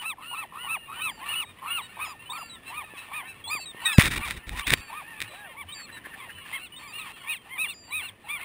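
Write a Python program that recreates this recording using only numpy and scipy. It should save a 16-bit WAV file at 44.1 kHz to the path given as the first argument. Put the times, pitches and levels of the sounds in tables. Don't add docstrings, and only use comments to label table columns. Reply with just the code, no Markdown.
import sys
import numpy as np
from scipy import signal
from scipy.fft import rfft, irfft
from scipy.io import wavfile
from scipy.ndimage import uniform_filter1d

SR = 44100
rng = np.random.default_rng(int(sys.argv[2]) if len(sys.argv) > 2 else 0)


def store_pcm(level_fs):
    pcm = np.round(np.clip(level_fs, -1, 1) * 32767).astype(np.int16)
    wavfile.write(sys.argv[1], SR, np.atleast_2d(pcm).T)


def boost(x):
    u = np.asarray(x, float) / 20
    return 10 ** u


N = 372204

# top of the arch in seconds, top pitch in Hz, rise in seconds,
# fall in seconds, fundamental in dB and second harmonic in dB, both before the voice shades them.
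CRIES = [(0.0, 1500, .05, .062, -36, -36), (.08, 1343, 0.069, 0.059, -31.5, -28),
         (0.312, 1437, .13, 0.076, -35, -36), (0.397, 1326, 0.082, 0.054, -30, -32.5),
         (0.646, 1471, 0.12, 0.073, -32, -36), (0.732, 1335, 0.089, 0.041, -26.5, -25),
         (1.0, 1526, 0.11, 0.097, -30.5, -37.5), (1.046, 1320, 0.073, 0.076, -32, -26.5),
         (1.28, 1180, 0.098, 0.03, -30, -43), (1.312, 1449, 0.068, 0.054, -40, -27),
         (1.375, 1330, 0.12, 0.064, -34.5, -37), (1.386, 1473, 0.085, 0.061, -34, -25),
         (1.744, 1431, 0.12, 0.073, -26.5, -26), (2.031, 1276, 0.054, 0.048, -28, -28.5),
         (2.075, 1290, 0.1, 0.078, -34, -47), (2.35, 1232, 0.046, 0.042, -32, -36),
         (2.391, 1369, 0.094, 0.043, -29.5, -47), (2.781, 1238, .078, 0.059, -28.5, -34.5),
         (3.166, 1248, 0.075, 0.07, -31, -31.5), (3.535, 1258, 0.064, .062, -27, -26.5),
         (3.89, 1293, 0.07, 0.063, -30, -25.5), (4.24, 1196, .055, 0.047, -28.5, -33),
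         (4.62, 1160, 0.1, 0.039, -32.5, -44), (4.985, 1246, 0.083, 0.041, -29.5, -40),
         (5.41, 836, .11, 0.1, -33, -44.5), (5.599, 1165, .06, .045, -34, -35.5),
         (6.235, 1050, 0.08, 0.046, -37, -45), (6.55, 1090, .045, 0.045, -42, -28.5),
         (6.637, 1397, 0.085, 0.051, -55, -39), (6.84, 1173, 0.028, 0.089, -38.5, -43),
         (6.97, 1420, 0.094, 0.071, -63, -34.5), (7.0, 1283, 0.028, 0.11, -38, -39.5),
         (7.31, 1262, 0.068, 0.048, -40, -26), (7.33, 1423, 0.086, 0.059, -57, -33),
         (7.54, 1070, 0.079, 0.057, -37, -35), (7.622, 1295, 0.078, 0.052, -36.5, -22.5),
         (7.685, 1413, .1, 0.064, -52, -33.5), (7.966, 1270, 0.084, 0.066, -37.5, -26),
         (8.05, 1404, 0.082, 0.059, -58, -34.5), (8.33, 1199, 0.082, 0.076, -34.5, -29),
         (8.44, 1090, .08, 0.054, -41, -36.5)]
# centre in Hz, width in Hz, gain in dB.
HOARSE_MODES = [(1104, 260, 11.5), (1810, 83, 16.5), (2606, 810, 10.5), (3700, 470, -12), (5200, 2900, -62)]
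# centre in Hz, width in Hz, gain in dB.
HOUSING_MODES = [(1180, 620, -9), (1870, 240, 0.5), (2390, 330, -1.5), (3710, 310, -4), (5160, 1160, -17.5)]


def coloured(points):
    hz, db = np.transpose(points)
    f = np.fft.rfftfreq(N, 1 / SR) + 1
    spectrum = rfft(rng.standard_normal(N)) * boost(np.interp(np.log(f), np.log(hz), db))
    x = irfft(spectrum, N)
    return x / x.std()


def ring(x, modes):
    total = 0
    for k, (hz, width, db) in enumerate(modes):
        b, a = signal.iirpeak(hz, hz / width, SR)
        total = total + (-1) ** k * boost(db) * signal.lfilter(b, a, x)
    return total


def walk(rate):
    hold = int(SR / rate)
    steps = np.repeat(rng.standard_normal(N // hold + 1), hold)
    x = uniform_filter1d(steps, hold)[:N]
    return x / x.std()


def blips(rows, width_s):
    t = np.arange(N) / SR
    return sum(boost(db) * np.exp(-.5 * ((t - s - width_s) / width_s) ** 2) for s, db in rows)


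def span(start, length, fade_s):
    i = np.arange(max(int((start - fade_s) * SR), 0), min(int((start + length + fade_s) * SR), N))
    t = i / SR - start
    fade = np.clip(np.minimum(t, length - t) / fade_s + 1, 0, 1) ** 2
    return i, t / length, fade


def adults():
    # frequency in Hz, gain in dB.
    chest = [(700, -19.5), (900, -17), (1130, -9.5), (1300, -9), (1480, -18), (1900, 6.5)]
    # frequency in Hz, gain in dB.
    throat = [(1500, 24.5), (2600, 7), (3300, 8), (4000, -7.5), (5200, -34), (6600, -23), (9000, -45)]
    croak_db, croak_waver = 4, .018
    swell_db = 12.5
    flare_db, flare_at, flare_width = 11.5, 0.19, 0.11
    under_ratio, under_db = .8, -14

    out, effort = np.zeros(N), np.zeros(N)
    quiver, flutter_db = 1 + 0.0025 * walk(150), 1.18 * walk(70)
    rattle, waver = walk(500), walk(120)
    patchy_db = [3 * walk(45) for _ in range(7)]
    for i, fade, hz, body_db, high_db, croak, drop in notes():
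        chest_db = np.interp(hz, *np.transpose(chest))
        low = boost(body_db + chest_db + croak_db * croak + swell_db * drop)
        wavering_hz = hz * (quiver[i] + croak_waver * croak * waver[i])
        phase = 2 * np.pi * np.cumsum(wavering_hz) / SR
        rough = .1 + .55 * croak
        tone = low * np.sin(phase) * (1 + rough * rattle[i]) / np.sqrt(1 + rough ** 2)
        under = low * boost(under_db + patchy_db[0][i]) * (1 + .5 * rattle[i])
        tone += under * np.sin(under_ratio * phase)

        second_db = np.interp(2 * hz, *np.transpose(throat))
        flare = flare_db * np.exp(-((drop - flare_at) / flare_width) ** 2)
        shrill_db = -3 - 0.21 * (body_db + 47.5)
        for k in range(2, 7):
            shade_db = np.interp(k * hz, *np.transpose(throat)) - second_db
            if k > 2:
                shade_db = shade_db + patchy_db[k][i] + flare + shrill_db
            level = boost(high_db + shade_db - 11 * croak)
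            tone += level * (1 + .2 * rattle[i]) * np.sin(k * phase)
        out[i] += tone * fade * boost(flutter_db[i])
        effort[i] += low * fade
    lead = np.roll(uniform_filter1d(effort, int(0.061 * SR)), -int(0.088 * SR))
    return out + boost(-25.0) * lead * rasp()


def notes():
    # middle in seconds, pitch in Hz, second harmonic in dB at the middle.
    yips = [(2.69, 1355, -38), (2.993, 1313, -37), (3.3, 1330, -37), (3.616, 1340, -38.5),
            (3.945, 1333, -31.5), (5.279, 1433, -46.5)]
    # start in seconds, length in seconds, first pitch in Hz, last pitch in Hz,
    # fundamental in dB before the chest shades it, second harmonic in dB at the start.
    mews = [(2.415, 0.165, 1393, 1330, -43.5, -39), (2.556, 0.17, 1750, 1630, -56, -53),
            (3.862, 0.12, 1900, 1580, -32, -19)]
    rise_depth, rise_bend, fall_depth, fall_bend = 0.42, 2.1, 0.38, 2.2
    rise_dull_db, fall_dull_db = 90, 60.5
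    break_share, croak_depth = .12, .28

    for top, hz, rise, fall, body_db, high_db in CRIES:
        i, _, fade = span(top - rise, rise + fall, .015)
        t = i / SR - top
        climb = np.minimum(rise_depth * np.clip(-t / rise, 0, None) ** rise_bend, croak_depth)
        drop = np.minimum(fall_depth * np.clip(t / fall, 0, None) ** fall_bend, .6)
        croak = np.clip((climb - break_share) / 0.033 + .5, 0, 1)
        dulled_db = high_db - rise_dull_db * climb - fall_dull_db * drop
        yield i, fade, hz * (1 - climb - drop), body_db, dulled_db, croak, drop

    half_s = .03
    for middle, hz, high_db in yips:
        i, u, fade = span(middle - half_s, 2 * half_s, 0.0043)
        edge = (2 * u - 1) ** 2
        yield i, fade, hz * (1 - .06 * edge), -78, high_db - 14 * edge, 0, 0

    for start, length, from_hz, to_hz, body_db, high_db in mews:
        i, u, fade = span(start, length, 0.017)
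        yield i, fade, from_hz + (to_hz - from_hz) * u, body_db, high_db - 40 * u, 0, 0


def rasp():
    phase = np.cumsum(260 * (1 + 0.35 * walk(60))) / SR
    source = rng.standard_normal(N) * (.5 + np.exp(-(phase % 1) / 0.25))
    x = ring(ring(source, HOARSE_MODES), [(1850, 7400, 0)])
    x = signal.sosfilt(signal.butter(3, 4300, fs=SR, output="sos"), x)
    return x / x.std()


def squawks():
    # start in seconds, length in seconds, level of the rasp in dB.
    bursts = [(0.023, 0.012, -39), (1.272, 0.07, -43.5), (3.8, .045, -64), (6.46, 0.1, -45),
              (6.79, .05, -47.5), (7.055, 0.062, -44), (7.17, 0.016, -48), (7.452, 0.057, -55)]
    # centre in Hz, width in Hz, gain in dB.
    hiss_modes = [(4900, 900, -24)]
    voice = rasp() + ring(rng.standard_normal(N), hiss_modes)
    out = np.zeros(N)
    for start, length, db in bursts:
        i, _, fade = span(start, length, 0.023)
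        out[i] += boost(db) * fade * voice[i]
    return out


def whistles():
    # start in seconds, length in seconds, first pitch in Hz, last pitch in Hz,
    # level in dB at the end of the tone.
    thin_tones = [(.752, 0.13, 2850, 2770, -47.5), (1.106, 0.093, 4800, 4430, -56),
                  (1.448, 0.073, 3770, 3650, -52.5), (1.819, 0.049, 3830, 3710, -46),
                  (2.05, 0.076, 5130, 4780, -48.5), (2.194, 0.045, 2710, 2740, -47.5),
                  (2.26, 0.033, 2910, 3040, -46), (2.301, 0.024, 3580, 3800, -34.5),
                  (2.33, 0.048, 4470, 4340, -49.5), (2.382, .11, 4910, 4470, -51),
                  (2.498, 0.061, 3980, 3700, -43.5), (3.442, 0.061, 3280, 3520, -39),
                  (3.479, 0.026, 4050, 4340, -37), (3.508, .14, 4815, 4360, -41),
                  (3.658, 0.059, 3860, 3590, -39.5), (3.926, .07, 5200, 4600, -43),
                  (4.628, 0.034, 2750, 3430, -42), (4.66, 0.025, 3430, 3350, -54),
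                  (4.74, 0.17, 4620, 4430, -53), (5.257, 0.13, 3130, 3050, -66),
                  (5.279, 0.141, 3970, 3780, -54.5), (5.688, 0.031, 2970, 3130, -42.5),
                  (5.724, 0.018, 3700, 3810, -37.5), (5.747, 0.11, 4680, 4240, -43.5),
                  (5.926, 0.058, 4010, 3790, -48.5), (6.304, 0.034, 2810, 3000, -48),
                  (6.352, 0.12, 3000, 2740, -48.5), (6.723, 0.042, 2900, 2980, -45),
                  (6.765, .025, 3600, 3720, -42.5), (6.77, 0.14, 3120, 3140, -62),
                  (6.791, .08, 4430, 4250, -56), (6.878, 0.044, 4810, 4600, -51),
                  (7.138, 0.29, 3250, 3150, -56), (7.685, 0.026, 3440, 3700, -39.5),
                  (7.71, 0.016, 4300, 4230, -49), (7.739, 0.16, 4880, 4550, -51),
                  (7.91, 0.074, 3940, 3720, -43.5)]
    tone_fade_db = 3.5
    out, quiver = np.zeros(N), 1 + 0.0031 * walk(150)
    for start, length, from_hz, to_hz, db in thin_tones:
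        i, u, fade = span(start, length, 0.0043)
        hz = (from_hz + (to_hz - from_hz) * u) * (1 + .04 * u * (1 - u))
        phase = 2 * np.pi * np.cumsum(hz * quiver[i]) / SR
        out[i] += boost(db - tone_fade_db * (u - 1.0)) * fade * np.sin(phase)
    return out


def cackle():
    # onset in seconds, peak level in dB before the 7 dB cut below.
    syllables = [(5.7987, -35), (5.89, -37), (5.968, -33), (6.0487, -31.5), (6.132, -33), (6.294, -32),
                 (6.375, -37), (6.457, -41)]
    phase = np.cumsum(235 * (1 + 0.042 * walk(40))) / SR
    pulses = np.diff(np.floor(phase), prepend=0) + 0.078 * rng.standard_normal(N)
    voice = ring(pulses, [(1750, 190, 12.0), (2690, 220, -25), (1050, 220, -31)])
    voice = ring(voice, [(1900, 2000, 0)])
    return blips(syllables, 0.0097) * voice / voice.std() * boost(-7.0)


def drags():
    # start in seconds, length in seconds, grit in dB, rumble in dB.
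    scrapes = [(3.988, 0.034, -18, -45), (4.035, 0.048, -26, -24), (4.105, 0.071, -30.5, -32.5),
               (4.179, .035, -47, -37), (4.254, .068, -35, -42), (4.335, 0.049, -46, -40),
               (4.473, .075, -46.5, -39), (4.567, 0.041, -35, -41), (4.673, 0.033, -26.5, -33.5),
               (4.723, 0.014, -19.5, -22.5), (4.751, 0.054, -45, -43.5), (5.213, 0.034, -42, -51)]
    grit = rng.standard_normal(N) * boost(2.3 * rng.exponential(size=N)) * boost(3 * walk(300))
    grit = ring(grit, HOUSING_MODES)
    grit = grit / grit.std()
    rumble = coloured([(15, -37.0), (45, 5), (110, -7), (300, -13.5), (800, -34.5), (9000, -78.0)])
    out = np.zeros(N)
    for start, length, grit_db, rumble_db in scrapes:
        i, _, fade = span(start, length, 0.016)
        out[i] += fade * (boost(grit_db) * grit[i] + boost(rumble_db) * rumble[i])
    return out


def claw_ticks():
    # time in seconds, strength of the tap in dB before it rings the housing.
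    taps = [(3.9823, -9.5), (4.0437, -18), (4.0574, -13), (4.1794, -28), (4.3086, -16.5), (4.4932, -21.5),
            (4.6708, -18.5), (4.6783, -26), (4.7047, -8.5), (4.7371, -2), (5.2036, -21), (5.217, -17),
            (5.2234, -19.5)]
    clicks = np.gradient(blips(taps, .00004))
    return ring(clicks, HOUSING_MODES) * boost(26)


def knock():
    t = np.arange(N) / SR - 3.9868
    swing = 2.7 * t / 0.0011 * np.exp(-.5 * (t / 0.0012) ** 2) * np.where(t < 0, .57, 1)
    decay = np.exp(-np.maximum(t, 0) / 0.0068)
    wobble = -.3 * np.sin(2 * np.pi * 70 * np.maximum(t - .003, 0)) * decay
    return swing + wobble


def flock():
    # time in seconds, level in dB while adults cry, drop between their cries in dB.
    babble = [(0.0, -54, 14.5), (.6, -47.5, 10.5), (1.2, -45.5, 9.5), (1.8, -43, 7.5), (2.4, -48.5, 6),
              (3.1, -45, 2), (3.6, -45.5, 9.5), (3.88, -38.5, 13), (4.0, -40, 21.5), (4.9, -47, 1),
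              (5.5, -49.5, 0), (6.3, -43.5, 7.5), (6.55, -46, 9.5), (6.7, -58, -4.5), (7.2, -43.5, 9.5),
              (7.5, -50.5, 15), (8.0, -46.5, 9.5), (8.43, -50, 12.5)]
    crying = np.zeros(N)
    for top, _, rise, fall, *_ in CRIES:
        crying[max(int((top - rise) * SR), 0):int((top + .6 * fall) * SR)] = 1
    quiet = 1 - uniform_filter1d(crying, int(0.072 * SR))
    s, db, drop_db = np.transpose(babble)
    t = np.arange(N) / SR
    level_db = np.interp(t, s, db) - np.interp(t, s, drop_db) * quiet
    flicker = boost(2.5 * walk(25) - 2.5)
    return boost(level_db) * (flicker * rasp() + boost(.5) * far_cries())


def far_cries():
    out = np.zeros(N + SR)
    for when, length, pitch, bend, slide, size in rng.random((500, 6)):
        u = np.linspace(-1, 1, int((0.0305 + .1 * length ** 2) * SR))
        hz = (700 + 800 * pitch) * (1 - .22 * bend * u ** 2 - 0.1998 * (slide - .35) * u)
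        phase = 2 * np.pi * np.cumsum(hz) / SR
        cry = np.sin(phase) + boost(4.5) * np.sin(2 * phase) + boost(2.5) * np.sin(3 * phase)
        start = int(when * N)
        out[start:start + len(u)] += boost(14 * size) * (1 - u ** 2) * cry
    out = ring(out[:N] * (1 + .3 * walk(300)), HOARSE_MODES)
    return out / out.std()


def shore():
    # frequency in Hz, level in dB per Hz before the overall level.
    surf = [(20, -11.5), (40, -6), (100, 0), (230, -2), (500, -7.5), (900, -13), (4000, -58), (7000, -35)]
    # time in seconds, strength in dB before the resonance.
    footfalls = [(2.937, -42), (3.552, -39.5), (3.747, -42), (4.735, -23), (5.217, -42), (6.069, -43)]
    # onset in seconds, peak level in dB.
    thuds = [(1.469, -54.5), (2.019, -55), (2.759, -57), (3.464, -52), (5.214, -48), (5.636, -48),
             (6.337, -52), (7.939, -51.5), (8.099, -54)]
    steps = ring(blips(footfalls, 0.00015), [(380, 460, 15.0)])
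    bump_hz = 95 + 8 * walk(8.8)
    bumps = blips(thuds, 0.03) * np.sin(2 * np.pi * np.cumsum(bump_hz) / SR)
    drift_db = -57 + walk(3.35)
    return boost(drift_db) * coloured(surf) + steps + bumps


def scene():
    birds = adults() + squawks() + whistles() + cackle() + flock()
    foot = drags() + claw_ticks() + knock()
    return (birds + foot + shore())[None]


def low_pass(x):
    return signal.sosfilt(signal.butter(12, 16270, fs=SR, output="sos"), x)


def record(dry):
    hold = 4
    fine = signal.resample_poly(np.clip(dry, -1, 1), 160, 147, axis=1)
    held = np.repeat(fine[:, ::hold], hold, axis=1)
    out = signal.resample_poly(held, 147, 160, axis=1)[:, :N]
    out = signal.sosfiltfilt(signal.butter(1, 19000, fs=SR, output="sos"), out)
    out = signal.sosfiltfilt(signal.ellip(8, .1, 60, 15600, fs=SR, output="sos"), out)
    return low_pass(out)


dry = scene()
out = record(dry)
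store_pcm(out)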